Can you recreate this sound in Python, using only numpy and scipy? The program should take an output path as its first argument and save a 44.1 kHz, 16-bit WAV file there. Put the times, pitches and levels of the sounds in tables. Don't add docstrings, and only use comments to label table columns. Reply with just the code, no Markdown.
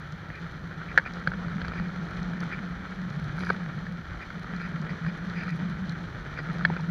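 import sys
import numpy as np
from scipy import signal
from scipy.fft import rfft, irfft
from scipy.io import wavfile
from scipy.ndimage import uniform_filter1d

SR = 44100
rng = np.random.default_rng(int(sys.argv[2]) if len(sys.argv) > 2 else 0)


def dump(signal):
    limited = np.clip(np.atleast_2d(signal).T, -1, 1)
    pcm = np.round(limited * 32767).astype(np.int16)
    wavfile.write(sys.argv[1], SR, pcm)


def nominal_scale(level):
    x = np.asarray(level, float) / 20
    return 10 ** x


N = 304290
T = np.arange(N) / SR


def noise():
    return rng.standard_normal(N)


def unit(x):
    return x / np.sqrt(np.mean(np.abs(x) ** 2))


def curves(table):
    s, *columns = np.transpose(table)
    return [np.interp(T, s, column) for column in columns]


def swells(table):
    return sum(db * np.exp(-(2 * (T - s) / (1.3 * length)) ** 2) for s, length, db in table)


def colour(x, points, peaks=(), size=4096):
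    hz = np.arange(1, size // 2 + 2) * SR / size
    outline_hz, outline_db = np.transpose(points)
    db = np.interp(np.log(hz), np.log(outline_hz), outline_db)
    for centre, width, peak_db in peaks:
        db = db + peak_db / (1 + (2 * (hz - centre) / width) ** 2)
    cepstrum = irfft(np.log(nominal_scale(db)), size)
    cepstrum[1:size // 2] *= 2
    cepstrum[size // 2 + 1:] = 0
    response = irfft(np.exp(rfft(cepstrum)), size)
    return signal.fftconvolve(x, response / np.sqrt(np.sum(response ** 2)))[:len(x)]


def band(x, lo_hz, hi_hz, order=2):
    return signal.sosfilt(signal.butter(order, [lo_hz, hi_hz], "bandpass", fs=SR, output="sos"), x)


def walk(rate_hz):
    hold = int(SR / rate_hz)
    steps = np.repeat(rng.standard_normal(N // 20), hold)[:N]
    return unit(uniform_filter1d(uniform_filter1d(steps, hold), hold))


def grains(rate_hz, spread_db):
    chance = rng.random((3, N))
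    hit = chance[0] < rate_hz / SR
    size = nominal_scale(-spread_db * np.log(1 - .99 * chance[2]))
    return unit(hit * np.sign(chance[1] - .5) * size)


def add(out, s, x):
    i = int(s * SR)
    out[i:i + len(x)] += x[:N - i]


# (time [s], hum level [dB], shedding frequency [Hz])
AIRFLOW = [(0, -44.5, 152), (.4, -41.5, 168), (1.2, -41, 165), (1.35, -35.5, 176), (2.1, -40, 168),
           (2.42, -31.5, 180), (2.95, -41, 178), (3.1, -31.5, 162), (3.33, -35, 151.7), (3.45, -36, 175),
           (3.9, -35.5, 172), (4.07, -50.5, 170), (4.42, -41, 175), (4.65, -37.5, 170), (5.95, -32, 168),
           (6.1, -47, 168), (6.28, -41, 145), (6.6, -30.5, 172)]
# (time [s], length [s], level [dB])
PUFFS = [(.14, 0.037, 9.5), (1.28, 0.034, 7.5), (1.56, 0.06, 9.5), (1.81, 0.04, 9.5), (2.01, .08, 6),
         (2.2, 0.059, 4), (2.51, 0.049, -11), (2.63, .07, -1), (4.0, 0.033, 17), (4.36, 0.023, 11.5),
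         (4.57, 0.046, 10.5), (4.9, 0.21, 6), (4.98, 0.042, -7), (5.05, 0.11, 3.5), (5.18, 0.039, -9.5),
         (5.62, 0.073, 2), (5.78, 0.076, 2), (6.7, 0.035, 4), (6.77, 0.047, -11), (6.865, 0.026, -9)]
# (frequency [Hz], level [dB per Hz])
BUFFET_SPECTRUM = [(12, -12), (30, 9.5), (60, 18), (100, 14), (135, 13), (200, -12.5), (300, -23),
                   (600, -52.5), (3000, -92)]
# (time [s], length [s], level over the steady buffet [dB])
GUSTS = [
    (.3, 0.074, 3),
    (1.4, 0.21, 5.5),
    (1.67, 0.066, 10),
    (1.8, 0.026, 15),
    (2.2, .2, 6.5),
    (3.27, 0.081, 5),
    (3.42, 0.2, 8),
    (4.11, 0.093, 5.5),
    (5.8, 0.13, 4),
    (6.14, 0.25, 6.5),
]


def wind():
    hum_db, shed_hz = curves(AIRFLOW)
    wander = 1 + 0.03 * walk(40) + 0.01785 * walk(9)
    phase = np.cumsum(2 * np.pi * shed_hz * wander / SR)
    ragged = walk(70) + 1j * walk(70) + 0.53 * (walk(160) + 1j * walk(160))
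    hum = unit(np.real((1 + 0.7 * ragged) * np.exp(1j * phase)))
    buffet = unit(colour(noise(), BUFFET_SPECTRUM, size=16384)) * nominal_scale(1.1 * walk(5.2))
    return hum * nominal_scale(hum_db + swells(PUFFS)) + buffet * nominal_scale(-47.5 + swells(GUSTS))


# (time [s], scrape level [dB])
LOAD = [(0, -44), (.71, -43.5), (1.5, -41.5), (2.46, -40.5), (2.72, -42), (3.02, -42), (3.36, -41),
        (3.57, -40.5), (3.8, -43.5), (4.0, -44), (4.73, -41), (5.73, -42), (6.15, -42), (6.53, -40.5),
        (6.9, -42)]
# (frequency [Hz], level [dB per Hz])
WALL = [(130, -1.5), (220, -3), (422, -11.5), (589, -14), (1030, -15.5), (1330, -6), (1860, -12.5),
        (2370, -17), (2670, -29.5), (3070, -22.5), (4150, -29), (5970, -45), (8200, -41.5), (10700, -69),
        (18000, -120)]
# (frequency [Hz], width [Hz], level [dB])
CASE = [(1380, 270, 4), (1660, 300, 2), (1850, 220, 2), (2130, 200, -3), (2800.5, 486.5, -2.5),
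        (4220, 140, 4.5), (4792, 200, -0.5), (5990, 580, 10.5), (6960, 430, -2.5), (8050, 1000, -8.5),
        (9170, 340, 1.5), (10270, 1100, 12.5), (488.7, 34, 1)]
USUAL_LOAD_DB = -42


def slide():
    scrape_db, = curves(LOAD)
    extra_db = scrape_db - USUAL_LOAD_DB
    boom_db, spray_db = -46.5 + 1.42 * extra_db, -53.5 + 0.91 * extra_db
    crunch = (noise() + 0.52 * grains(800., 2.288)) * nominal_scale(0.4 * walk(17) + 1.0 * walk(60))
    lumps = colour(crunch + 0.5 * grains(100., 3.04), WALL, CASE)
    grit = colour(crunch + 0.39 * grains(200., 4.1), WALL, CASE)
    boom = unit(band(lumps, 239.0, 1220.0)) * nominal_scale(boom_db + 2.0 + 0.47 * walk(20))
    scrape = unit(band(lumps, 1205.0, 3055.3, order=3)) * nominal_scale(scrape_db + 1.33 + 0.7 * walk(45))
    spray = unit(band(grit, 2684.0, 8050, order=3)) * nominal_scale(spray_db - 0.97 + 0.38 * walk(25))
    return boom + scrape + spray


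# (time [s],
# peak level [dB], middle treble over the top [dB])
TICKS = [(0.122, -58, 15.5), (1.5514, -57, 3), (0.355, -55, 5), (.6734, -55.5, 5), (.9772, -32, 5),
         (1.136, -53, 10.5), (1.6823, -58, 15), (1.8831, -59, 9), (1.9609, -56.5, 5), (2.2296, -50, 10.5),
         (2.3333, -52.5, 4), (2.4042, -44.5, 7), (2.9088, -62, 14), (3.1004, -60, 13.5), (3.1624, -55, 5),
         (3.407, -60, 12), (3.451, -52, 9), (3.5309, -52, 4), (4.563, -57, 11), (4.621, -54, 5),
         (4.816, -58, 14.5), (5.298, -56, 10.5), (5.4916, -54, 12), (5.506, -52, 9), (5.559, -48.5, -13),
         (5.894, -53, 12.5), (1.6531, -62, 15), (6.529, -62, 13), (6.584, -51, 7.5), (6.8077, -59, 12)]
# (frequency [Hz], level [dB per Hz])
TICK_SPECTRUM = [(2500, -29.5), (4000, 9), (6000, -6), (7500, 4), (9000, -3), (11000, 1.5), (13000, -8),
                 (16000, -13)]
# (time [s], length [s], level over the thin hail [dB])
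SHOWERS = [
    (.55, .15, 2),
    (1.65, 0.24, 2),
    (3.15, .15, 8),
    (3.45, 0.14, 12),
    (4.65, 0.35, 4),
    (5.48, .2, 6),
    (6.5, .2, 3),
]


def ticks():
    top, middle, t = np.zeros(N), np.zeros(N), T[:200]
    chance = rng.standard_normal((len(TICKS), len(t)))
    for (s, db, middle_db), rough in zip(TICKS, chance):
        click = rough * np.exp(-t / 0.0015) * (1 - np.exp(-t / 0.00016))
        add(top, s, nominal_scale(db - 4.5) * click)
        add(middle, s, nominal_scale(db + middle_db + 7.0) * click)
    hail_db = 1.1 * (curves(LOAD)[0] - USUAL_LOAD_DB) + swells(SHOWERS) - 82.5 + 1.2 * walk(5.0929)
    hail = grains(70., 4.5) * nominal_scale(hail_db)
    bright_hail = colour(hail, TICK_SPECTRUM, [(10100, 2500, 8.5), (13500, 3000, -4.5)])
    high = band(colour(top, TICK_SPECTRUM, CASE) + bright_hail, 6300, 16000)
    return high + band(colour(middle + 5 * hail, TICK_SPECTRUM, CASE), 3500, 6300)


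# (time [s], length [s], level [dB], squeak relative level [dB])
RUBS = [(0.3, 0.11, -47, -27), (0.888, 0.048, -43.5, -22), (1.048, 0.037, -37.5, -23),
        (2.512, 0.049, -38.5, -23), (4.211, 0.03, -39.5, -21), (4.582, 0.11, -42.5, -18),
        (4.89, .03, -42.5, -12), (5.057, 0.054, -46, -14), (5.339, 0.12, -41.5, -17),
        (6.354, 0.06, -38.5, -17.5), (6.768, 0.01, -41, -30), (1.61, 0.07796, -47, -21.5),
        (1.7, 0.18, -46, -18), (3.378, 0.17, -45.5, -13), (5.457, 0.087, -41, -18.5)]


def rubs():
    body, squeak = np.zeros(N), np.zeros(N)
    slips = band(grains(1500., 1.1) * nominal_scale(2.0 * walk(150)), 800, 4500, order=3)
    for s, length, db, squeak_db in RUBS:
        shape = np.sin(np.pi * np.clip((T - s) / length, 0, 1)) ** 0.95
        body += nominal_scale(db) * shape
        squeak += nominal_scale(db + squeak_db) * shape
    modes = band(slips, 1730.0, 1953.0) + 1.1 * band(slips, 2250, 2450)
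    modes += 0.65 * band(slips, 1365, 1650.0) + 0.57 * band(slips, 1600, 1900)
    modes += 0.018 * band(slips, 2500, 4800)
    thin = band(slips, 4620, 5000, order=1) + .5 * band(slips, 4750, 4900)
    return body * unit(modes) + squeak * unit(thin)


# (time [s], peak level [dB], pitch [Hz], thud level [dB], crack level [dB])
KNOCKS = [(.3022, -27, 1850, -5.5, -29), (.9769, 2.0, 1660, -25, -29), (.9845, -5.5, 1620, -25, -28),
          (.997, -19.5, 1700, -23, -32), (1.2739, -8.5, 1538, -20, -25), (1.279, -45, 2180, -20, -7),
          (1.3181, -20.5, 1498, -17, -33), (1.6164, -22.5, 1520, -23, -12.5),
          (1.6813, -24, 1399, -12, -14.5), (2.4316, -25, 1385, -10, -32), (3.4064, -32, 2300, -4, -10),
          (3.4348, -22.5, 1370, -12, -23), (3.4692, -21.5, 1530, -17, -25), (3.4925, -19, 1530, -23, -30),
          (3.5018, -12, 1460, -7, -25), (3.5048, -16, 1350, -4, -30), (3.8668, -26, 1690, -10.5, -30),
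          (5.4801, -26.5, 1380, -9.5, -23.5), (6.6509, -3.5, 1660, -24, -21), (6.6548, -20, 1660, -13, -23),
          (6.7, -22, 843, -8, -35), (6.703, -27, 405, -25, -35), (6.7401, -34, 1336, 0, -29),
          (6.765, -21.5, 1450, -6, -24.5)]
# (time [s], peak level [dB], pitch [Hz])
RATTLE = [(0.7117, -29, 1500), (.8156, -27.5, 1410), (.889, -30.5, 2260), (.993, -35, 1621),
          (1.0606, -25.5, 1430), (1.169, -28, 1430), (1.3361, -26, 1520), (1.4478, -29, 1380),
          (1.4826, -27.5, 1420), (1.6474, -22, 1520), (1.7193, -25.5, 1410), (1.7981, -22, 1430),
          (1.8557, -33, 1607), (2.3343, -28, 1520), (2.5159, -28.5, 1860), (3.3804, -28, 1350),
          (3.385, -25, 1400), (3.547, -31, 1470), (4.1162, -32, 1380), (4.206, -35, 1940),
          (4.3033, -24, 1470), (4.444, -26, 1380), (4.6151, -26, 1520), (4.894, -27, 1960),
          (5.0484, -30, 1745), (5.0644, -24.5, 1650), (6.3757, -27, 1520), (6.3893, -21.5, 1500),
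          (6.6097, -23, 1360), (6.796, -29, 880)]
# (frequency [Hz], level [dB], decay time t60 [s])
RING = [(544, -4, 0.063), (904, -11.5, 0.073), (1512, -12.5, 0.023), (1650, 13, 0.022),
        (1790, -17.5, 0.018), (2202, 6.5, 0.028), (3295, 0, 0.023), (4280, -9.5, 0.028), (4520, -22, 0.048)]
# (frequency [Hz], level [dB per Hz])
CRACK_SPECTRUM = [(1800, -17), (2600, 3.5), (3600, 0), (4500, 8), (5200, -8), (6200, -38.5), (8000, -46),
                  (16000, -72.5)]
RATTLE_THUD_DB, RATTLE_CRACK_DB = -13, -25


def knocks():
    out, crack, t = np.zeros(N), np.zeros(N), T[:SR // 10]
    rattle = [(*row, RATTLE_THUD_DB, RATTLE_CRACK_DB) for row in RATTLE]
    rows = np.vstack([KNOCKS, rattle])
    chance = rng.standard_normal((len(rows), len(RING) + 1, 2))
    grit = rng.standard_normal((len(rows), len(t)))
    rise = (1 - np.exp(-t / 0.00045)) ** 2
    for (s, db, hz, thud_db, crack_db), c, g in zip(rows, chance, grit):
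        contact_ms = 3.6 * (1500 / hz) ** 0.45 + .035 * (thud_db - RATTLE_THUD_DB)
        progress = np.clip(t * 1000 / contact_ms, 0, 1)
        push = np.sin(np.pi * progress ** 0.85) ** 0.75
        x = push * np.sin(2 * np.pi * hz * t)
        thud_hz = 520 * (1 + 0.15 * c[-1, 0])
        x += nominal_scale(thud_db - 1.5) * push * np.sin(2 * np.pi * thud_hz * t)
        free = progress ** 2
        for (f, ring_db, t60), (pitch, size) in zip(RING, c):
            near_db = -6.0 * abs(np.log2(f / hz))
            if f > 2900:
                near_db += crack_db + 24
            elif f < 1000:
                near_db += 0.35 * thud_db + 8
            tone = np.sin(2 * np.pi * f * (1 + .02 * pitch) * t + 3 * size)
            decay = np.exp(-np.log(1000) * t / t60)
            x += nominal_scale(ring_db + near_db - 16.5 + 1.5 * size) * free * tone * decay
        chatter = g * (push + 0.22 * rise * np.exp(-t / 0.0039))
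        x += nominal_scale(0.54 * thud_db + 4.5) * band(chatter, 350, 2089.3, order=5)
        add(out, s - .0006, nominal_scale(db - 4.0) * x)
        rough = g * (push + 0.22 * rise * np.exp(-t / 0.005))
        add(crack, s - .0006, nominal_scale(db + crack_db - 3.5) * rough)
    return out + colour(crack, CRACK_SPECTRUM, CASE)


def scene():
    return (wind() + slide() + ticks() + rubs() + knocks())[None]


# (frequency [Hz], level [dB per Hz])
HISS_SPECTRUM = [(4120, -39), (7000, -1.5), (7980, -1), (8610, -1.5), (12300, -4.5), (15100, -0.5),
                 (16000, -16)]


def self_noise():
    hiss = colour(noise(), HISS_SPECTRUM, CASE[9:11])
    return hiss / np.std(band(hiss, 8000, 19000, order=6)) * nominal_scale(-81.8)


def low_pass(x):
    return signal.sosfilt(signal.butter(12, 15800, fs=SR, output="sos"), x)


def record(dry):
    port = signal.lfilter(*signal.iirnotch(7850, 9.0, fs=SR), dry)
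    x = 0.28 * dry + 0.8 * port + self_noise()
    overload = 1.02
    mix = x / (1 + np.abs(x / overload) ** 12) ** (1 / 12)
    return low_pass(mix)


dry = scene()
out = record(dry)
dump(out)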